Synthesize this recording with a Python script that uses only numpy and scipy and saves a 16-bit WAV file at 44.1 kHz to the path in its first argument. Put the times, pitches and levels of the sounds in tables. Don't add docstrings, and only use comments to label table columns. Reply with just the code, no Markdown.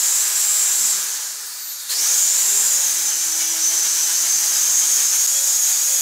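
import sys
import numpy as np
from scipy import signal
from scipy.fft import rfft, irfft, next_fast_len
from scipy.io import wavfile
from scipy.ndimage import uniform_filter1d, map_coordinates

SR = 44100
rng = np.random.default_rng(int(sys.argv[2]) if len(sys.argv) > 2 else 0)


def volts_from_decibels(level):
    exponent = np.asarray(level, float) / 20
    return 10 ** exponent


def waveform_to_disk(signal):
    frames = np.transpose(np.atleast_2d(signal))
    scaled = np.clip(frames, -1, 1) * 32767
    samples = np.round(scaled).astype(np.int16)
    wavfile.write(sys.argv[1], SR, samples)


N = 265041
TIME_S = np.arange(N) / SR

# f/Hz, width/Hz, level/dB
BENCH_MODES = [(219, 14, 11.5), (308, 9.2, 6), (577, 32, 9), (710, 28, -3.5), (950, 33, -0.5),
               (1695, 37, 4), (2344, 18, 8), (3124, 120, 0.5), (4493, 53, 7.5), (267, 44, -8),
               (452, 40, -4), (1530, 43, 1.5), (6100, 32, -2.5), (6280, 36, 6.5)]
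# t/s, peak level/dB, f/Hz
THUMPS = [
    (2.369, -76, 109.3),
    (4.97, -68, 110),
    (5.649, -63, 110.3),
    (5.919, -60, 110),
]
# t/s, level/dB
HIGH_BAND_LEVEL = [(0, -58), (3.7, -46), (4, -37), (4.5, -36), (4.95, -38), (5.1, -40), (6.01, -35)]
# t/s, level/dB
WHISTLE_LEVEL = [(1.43, -70), (1.47, -43), (1.58, -42), (1.7, -32), (1.88, -47), (1.91, -40), (1.935, -41),
                 (1.955, -68)]
# f/Hz, level/dB, t60/s
CASE_MODES = [
    (4170, -19.5, 0.19),
    (4530, -31, .2),
    (3700, -33, .06),
]

# t/s, share/0-1
DRIVE = [
    (0, 1),
    (.92, 1),
    (1.35, .23),
    (1.885, 0),
    (1.895, 1),
    (6.01, 1),
]
# t/s, spindle rate/Hz
POWERED_SPEED = [(0, 198), (.36, 203.97), (.9, 203.97), (1.88, 199), (2.55, 199.5), (2.7, 193.2),
                 (2.9, 171.4), (3.3, 164.4), (3.6, 163.9), (3.75, 165.7), (4.0, 165.9), (4.6, 170.9),
                 (4.95, 176.5), (5.1, 175.6), (5.25, 178), (5.27, 184.6), (5.6, 179.4), (6.01, 179)]
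# t/s, pressure/0-1
PRESSURE = [
    (0, 0.3),
    (.3, .05),
    (.9, 0.03),
    (2.7, 0.31),
    (2.95, 1),
    (5.2, 1),
    (5.3, 0.47),
    (6.01, 0.52),
]
# t/s, lift/dB
STROKES = [(3.12, 6), (3.27, 6), (3.42, 8), (3.57, 9), (3.72, 8), (3.86, 8), (3.98, 8), (4.1, 10),
           (4.26, 10), (4.42, 9), (4.53, 8), (4.68, 6), (4.84, 9), (5.0, 9), (5.14, 9)]
# t/s, half length/s, level/dB
SCUFFS = [(1.71, .03, 1), (1.82, .02, 1.5), (1.92, 0.024, 6.5), (2.29, .04, -1.5), (3.41, .02, 2),
          (3.48, .02, -0.5), (5.01, 0.035, 3), (5.09, 0.022, -1.5), (5.14, 0.023, 2.5), (5.48, .04, 2),
          (5.69, 0.045, 1.5), (5.94, 0.045, 0.5)]

# free level/dB, gain on bark/dB, coasting change/dB, facing-away change/dB
LOW_ORDERS = [
    (-69, 6.5, -5, -6),
    (-67, 12.5, -8, -2),
    (-69.5, 1, -2.5, 1),
]
# t/s, half length/s, level/dB
SHUDDERS = [
    [(.84, 0.059, 17), (.98, .07, 14), (2.55, 0.24, 15), (5.35, 0.073, -9), (5.75, .2, 7)],
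    [(.97, .07, 11.5), (2.0, 0.03, 9), (2.56, 0.13, 18), (3.55, 0.23, 6)],
    [(1.3, 0.23, 3), (2.0, 0.073, 14.5), (2.45, 0.36, 8), (2.78, 0.12, 6), (5.42, 0.063, 10),
     (5.62, 0.054, 2), (5.92, .06, 10)],
]
# f/Hz, width/Hz, level/dB
PLANK_MODES = [(412, 27, 4.5), (546.47, 88, 11)]
# order/turn, level/dB
UPPER_ORDERS = [(4, -61.5), (5, -60), (6, -71), (7, -70), (9, -62), (10, -62), (13, -64), (14, -56),
                (18, -53), (11, -60.5), (8, -70), (19, -54)]
# t/s, level/dB
CHATTER = [(0, -6), (2.8, 6), (3.1, 3), (4.4, -0.5), (4.8, 2.5), (5.2, -3), (5.38, 13), (5.47, 4.5),
           (6.01, 8)]
# t/s, tooth tone level/dB, run-out level/dB
MESH_LEVEL = [(0, -40, -42), (.2, -31, -43), (.32, -38, -46), (.42, -27, -46), (.62, -26, -46),
              (.81, -27, -43), (.92, -42, -43), (1.9, -40, -51), (2.17, -30, -35), (2.42, -29, -36),
              (2.56, -37, -28), (2.8, -30, -35), (2.95, -34, -46), (3.5, -34, -50), (3.8, -28, -38),
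              (4.3, -29, -42), (4.6, -28, -35), (6.01, -30, -36)]
# offset/orders, level over run-out/dB
RUN_OUT = [
    (-2, -6),
    (1, 3),
]

# t/s, effort/dB
EFFORT = [(0, 0.5), (.85, 0.4), (1.34, -9), (1.6, -11.5), (1.885, -10.5), (1.9, -6), (2.04, 0.7),
          (2.64, 0.4), (3.0, -2), (3.45, -4), (3.78, -2), (4.9, -1), (5.25, -1), (6.01, 0.5)]
# t/s, level/dB
REPEATING = [(0, 1), (1, -8), (2, -9), (2.9, -5), (3.1, -13), (3.8, 0), (4.5, -6), (5.26, -41), (5.3, -5.5),
             (6.01, -6.5)]
# f/Hz, level/dB per Hz
HOUSING_DRIVEN = [(35, -69), (60, -48), (129, -38), (177, -22), (272, -15), (331, -13), (417, -8),
                  (544, -10.5), (616, -14.5), (661, -7), (1670, 0.5), (2180, -2), (4200, -0.5), (5460, -16),
                  (9240, -120)]
# f/Hz, level/dB per Hz
HOUSING_COASTING = [(35, -89), (60, -65), (118, -30), (141, -22), (159, -50), (212, -23), (349, -20),
                    (374, -20), (616, -18), (1550, -3), (2100, -9.5), (3390, -13.5), (4200, -1), (5460, -7),
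                    (9240, -120)]
# f/Hz, level/dB per Hz
HISS_SPECTRUM = [(2000, -120), (5000, -12.5), (8500, -1.0), (8970, -4), (10600, -4.5), (13000, -4.5),
                 (15600, -9)]

# t/s, whine level/dB, share following the tooth rate/dB
GEAR_LEVEL = [(0, -18, -2), (.15, -18.5, -3.5), (.35, -21.5, -5), (.37, -18.5, -3), (.77, -20, -4.5),
              (.89, -16, -1.5), (1.0, -23.5, -3.5), (1.45, -32, -3), (1.885, -33, -1), (1.905, -23, -4.5),
              (2.14, -16.5, -3), (2.86, -19, -3), (2.91, -20, -7), (3.45, -22.5, -5.5), (3.75, -20, -5),
              (5.12, -18, -4), (5.36, -19, -3), (6.01, -19.5, -5)]
# f off the tooth rate/Hz, level/dB per Hz
SKIRT_SPECTRUM = [(20, 3.5), (100, 2), (250, 3), (600, -3), (1500, -15), (4000, -46.5)]
# f/Hz, level/dB per Hz
CASE_SPECTRUM = [(1940, -37), (3300, -12.5), (3780, -12), (3970, -6), (4460, -9), (4810, -2.5), (7160, 6),
                 (9300, -8.5), (10500, -12.5), (13600, -34), (22000, -120)]
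# offset from tooth rate/orders, level under tooth tone/dB
SIDEBANDS = [
    (-1, -7),
    (2, -16),
    (3, -24),
]
# t/s, low f/Hz, high f/Hz
EAR_FLECKS = [(0.913, 10340.0, 11710.0), (3.071, 14470.0, 15740), (3.092, 5600.0, 6980.0),
              (3.327, 5170, 6370.0), (3.327, 7490.0, 9040.0), (3.419, 4250, 5160), (3.422, 7490.0, 9000),
              (5.207, 6850, 8350.0), (5.234, 13090.0, 14470.0), (5.443, 8270.0, 9650.0),
              (5.74, 11630.0, 13180.0), (5.971, 4220.0, 5770.0)]

TEETH, BEARING_ORDER = 37, 115.2
SWITCH_OFF_S, SWITCH_ON_S, SPIN_UP_S = .902, 1.885, .165
DRAG_S, DRAG_POWER = 3.902, 3.045
CHANGE_S, FADE_OUT_S, FADE_IN_S = 5.2661, .0008, .009
FACING_AWAY = TIME_S > CHANGE_S


def unit(x):
    return x / np.sqrt(np.mean(x ** 2) + 1e-20)


def curves(rows):
    s, *columns = np.transpose(rows)
    return [np.interp(TIME_S, s, column) for column in columns]


def wobble(rate_hz):
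    coarse = np.arange(0, N + 32, 32)
    knots = rng.standard_normal(int(N * rate_hz / SR) + 4)
    return np.interp(np.arange(N), coarse, map_coordinates(knots, [coarse * rate_hz / SR]))


def filtered(x, gain_of_hz):
    m = next_fast_len(N + 8192)
    return irfft(rfft(x, m) * gain_of_hz(np.fft.rfftfreq(m, 1 / SR)), m)[:N]


def coloured(x, spectrum):
    hz, db = np.transpose(spectrum)
    return unit(filtered(x, lambda f: volts_from_decibels(np.interp(np.log(f + 1), np.log(hz + 1), db))))


def patchy(depth_db):
    z = signal.stft(rng.standard_normal(N), nperseg=512)[2]
    field = uniform_filter1d(rng.standard_normal(z.shape), 6, 0)
    field = unit(uniform_filter1d(field, 12, 1))
    return signal.istft(z * volts_from_decibels(depth_db * field), nperseg=512)[1][:N]


def resonance_db(f, modes):
    return sum(db / (1 + (2 * (f - hz) / width) ** 2) for hz, width, db in modes)


def swells_db(rows):
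    return sum(db * np.exp(-((TIME_S - s) / half) ** 2) for s, half, db in rows)


def strokes_db():
    return swells_db([(s, .028, db) for s, db in STROKES])


def coasting_db():
    return 30 * (curves(DRIVE)[0] - 1)


def speed_hz():
    held = curves(POWERED_SPEED)[0]
    coasted_s = np.clip(TIME_S - SWITCH_OFF_S, 0, SWITCH_ON_S - SWITCH_OFF_S)
    coast = held.max() * (1 + coasted_s / DRAG_S) ** -DRAG_POWER
    regained = 1 - np.exp(-np.clip(TIME_S - SWITCH_ON_S, 0, None) / SPIN_UP_S)
    return np.where(TIME_S < SWITCH_OFF_S, held, coast + (held - coast) * regained)


def turning():
    hz, pressure = speed_hz(), curves(PRESSURE)[0]
    snag = pressure * (0.002555 * wobble(9) + 0.001942 * wobble(30))
    slowed = 1.002 + snag - .0011 * strokes_db()
    return np.cumsum(hz * slowed - .002 * hz * (1 - pressure)) / SR


def tone(turns, order, db, unsteady_db):
    wander = .45 * wobble(7) + .85 * wobble(18)
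    level = np.sqrt(2) * volts_from_decibels(db + unsteady_db * wander)
    return level * np.sin(2 * np.pi * (order * turns + rng.random()))


def workshop(x, wet_db, t60):
    t = np.arange(SR // 2) / SR
    tail = rng.standard_normal(len(t)) * volts_from_decibels(-60 * t / t60) * (t > .004)
    heard = x + volts_from_decibels(wet_db) * signal.fftconvolve(x, tail / np.linalg.norm(tail))[:N]
    resonant = filtered(heard, lambda f: volts_from_decibels(resonance_db(f, BENCH_MODES)))
    return resonant / np.sqrt(1 + volts_from_decibels(2 * wet_db))


def thumps():
    total = 0
    for s, db, hz in THUMPS:
        bump = np.exp(-((TIME_S - s - .015) / 0.017) ** 2)
        total = total + volts_from_decibels(db) * bump * np.sin(2 * np.pi * hz * TIME_S)
    return total


def engage():
    t = np.clip(TIME_S - SWITCH_ON_S - .005, 0, None)
    ring = 0
    for hz, db, t60 in CASE_MODES:
        decay = volts_from_decibels(db - 60 * t / t60 + 2.5 * wobble(60.4))
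        ring = ring + decay * np.sin(2 * np.pi * hz * t)
    return ring * (1 - np.exp(-t / .012))


def whistle(turns):
    before, after = (WHISTLE_LEVEL[0][0] - .02, -120), (WHISTLE_LEVEL[-1][0] + .01, -120)
    level_db = curves([before, *WHISTLE_LEVEL, after])[0]
    return tone(turns + .0012 * wobble(250), BEARING_ORDER, level_db, unsteady_db=-2.0)


def high_band():
    hz, width = 12600, 650
    band = [(hz - 4 * width, -60), (hz - width, -12), (hz, 0), (hz + width, -12), (hz + 4 * width, -60)]
    return volts_from_decibels(curves(HIGH_BAND_LEVEL)[0] + 1.5 * wobble(5.4)) * coloured(rng.standard_normal(N), band)


def unbalance(turns):
    pressure, idle = curves(PRESSURE)[0], 1 - curves(DRIVE)[0]
    spin, total = speed_hz(), 0
    for k, (levels, shudders) in enumerate(zip(LOW_ORDERS, SHUDDERS), start=1):
        free_db, bark_db, coast_db, away_db = levels
        level_db = free_db + bark_db * pressure ** 2 + coast_db * idle + away_db * FACING_AWAY
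        level_db = level_db + resonance_db(k * spin, PLANK_MODES) + swells_db(shudders)
        total = total + tone(turns, k, level_db, unsteady_db=1.5 + 1.2 * FACING_AWAY)
    return total


def chatter(turns):
    pull_db = 18 * (curves(DRIVE)[0] - 1) + curves(CHATTER)[0] + strokes_db() - 2.5
    return sum(tone(turns, order, db + pull_db, unsteady_db=3.5) for order, db in UPPER_ORDERS)


def mesh(turns):
    tooth_db, out_db = curves(MESH_LEVEL)
    pressure = curves(PRESSURE)[0]
    shake_db = .8 + 4.2 * pressure
    seat_db = coasting_db() + 3 * pressure - .9 * strokes_db()
    beside = sum(tone(turns, TEETH + off, out_db + db + seat_db, shake_db - 2.0) for off, db in RUN_OUT)
    return beside + tone(turns, TEETH, tooth_db + seat_db, shake_db)


def wires(turns):
    pattern = rng.standard_normal((70, 160))
    return unit(map_coordinates(pattern, [TIME_S * 11, turns % 1 * 160], mode="grid-wrap"))


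def roar(turns, surge):
    effort_db, pressure = curves(EFFORT)[0] + swells_db(SCUFFS), curves(PRESSURE)[0]
    driven = np.clip(curves(DRIVE)[0], 0, 1)
    bite_db = strokes_db() - 6.0 + 1.6 * pressure * wobble(16)
    excitation = patchy(depth_db=0.5) * 2.26 + volts_from_decibels(curves(REPEATING)[0] + bite_db) * wires(turns)
    housing = np.sqrt(driven) * coloured(excitation, HOUSING_DRIVEN)
    housing = housing + np.sqrt(1 - driven) * coloured(excitation, HOUSING_COASTING)
    housing_db = -33.5 + 0.85 * effort_db + pressure - 2.5 * FACING_AWAY
    housing_db = housing_db + 0.41 * surge + 0.093 * strokes_db()
    scrape = volts_from_decibels(0.49 * wobble(16) + 0.92 * wobble(60))
    hiss = unit(scrape * coloured(patchy(depth_db=-0.4), HISS_SPECTRUM))
    hiss_db = -24 + effort_db + 0.18 * surge
    return volts_from_decibels(housing_db) * housing + volts_from_decibels(hiss_db) * hiss


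def gears(turns, surge):
    whine_db, follow_db = curves(GEAR_LEVEL)
    follow = np.clip(volts_from_decibels(follow_db), 0, 1) * np.clip(curves(DRIVE)[0], .45, 1)
    angle = 2 * np.pi * TEETH * turns
    skirt = coloured(rng.standard_normal(N), SKIRT_SPECTRUM) * np.cos(angle)
    skirt = skirt + coloured(rng.standard_normal(N), SKIRT_SPECTRUM) * np.sin(angle)
    strike = patchy(depth_db=1.53) + volts_from_decibels(curves(REPEATING)[0] - 12) * wires(turns)
    case = coloured(strike, CASE_SPECTRUM)
    noise = follow * skirt + np.sqrt(1 - follow ** 2) * case
    line_db = curves(MESH_LEVEL)[0] + coasting_db()
    lines = sum(tone(turns, TEETH + off, line_db + db, unsteady_db=4.5) for off, db in SIDEBANDS)
    return volts_from_decibels(whine_db - 0.39 + 0.14 * surge) * noise + lines


def scene():
    turns, surge = turning(), wobble(8.2)
    room = workshop(high_band() + roar(turns, surge) + gears(turns, surge), wet_db=-6, t60=.22)
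    close = thumps() + engage() + whistle(turns) + unbalance(turns) + chatter(turns) + mesh(turns)
    return np.tile(room + close, (2, 1))


def ear_flecks(x, size=2048):
    side, hz = np.zeros(N + size), np.fft.rfftfreq(size, 1 / SR)
    for s, low, high in EAR_FLECKS:
        at = round(s * SR) - size // 2
        band = rfft(x[at - size:at]) * (hz > low) * (hz < high)
        side[at:at + size] += volts_from_decibels(-0.5) * irfft(band) * np.hanning(size) ** 1.3
    return side[:N]


def top_cut(x):
    return signal.sosfilt(signal.butter(12, 15980, fs=SR, output="sos"), x)


def record(dry):
    x = dry[0] / (1 + np.abs(dry[0] / 0.6) ** 3.2) ** (1 / 4.4)
    t = TIME_S - CHANGE_S
    x = x * np.clip(np.maximum(-t / FADE_OUT_S, t / FADE_IN_S), .03, 1)
    hz = np.fft.rfftfreq(N, 1 / SR)
    bass_cut = 1 / (1 + (95 / (hz + 1)) ** 3)
    x = irfft(rfft(x) * (hz < 15730) * bass_cut, N)
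    side = ear_flecks(x)
    return top_cut(np.array([x + side, x - side]))


dry = scene()
out = record(dry)
waveform_to_disk(out)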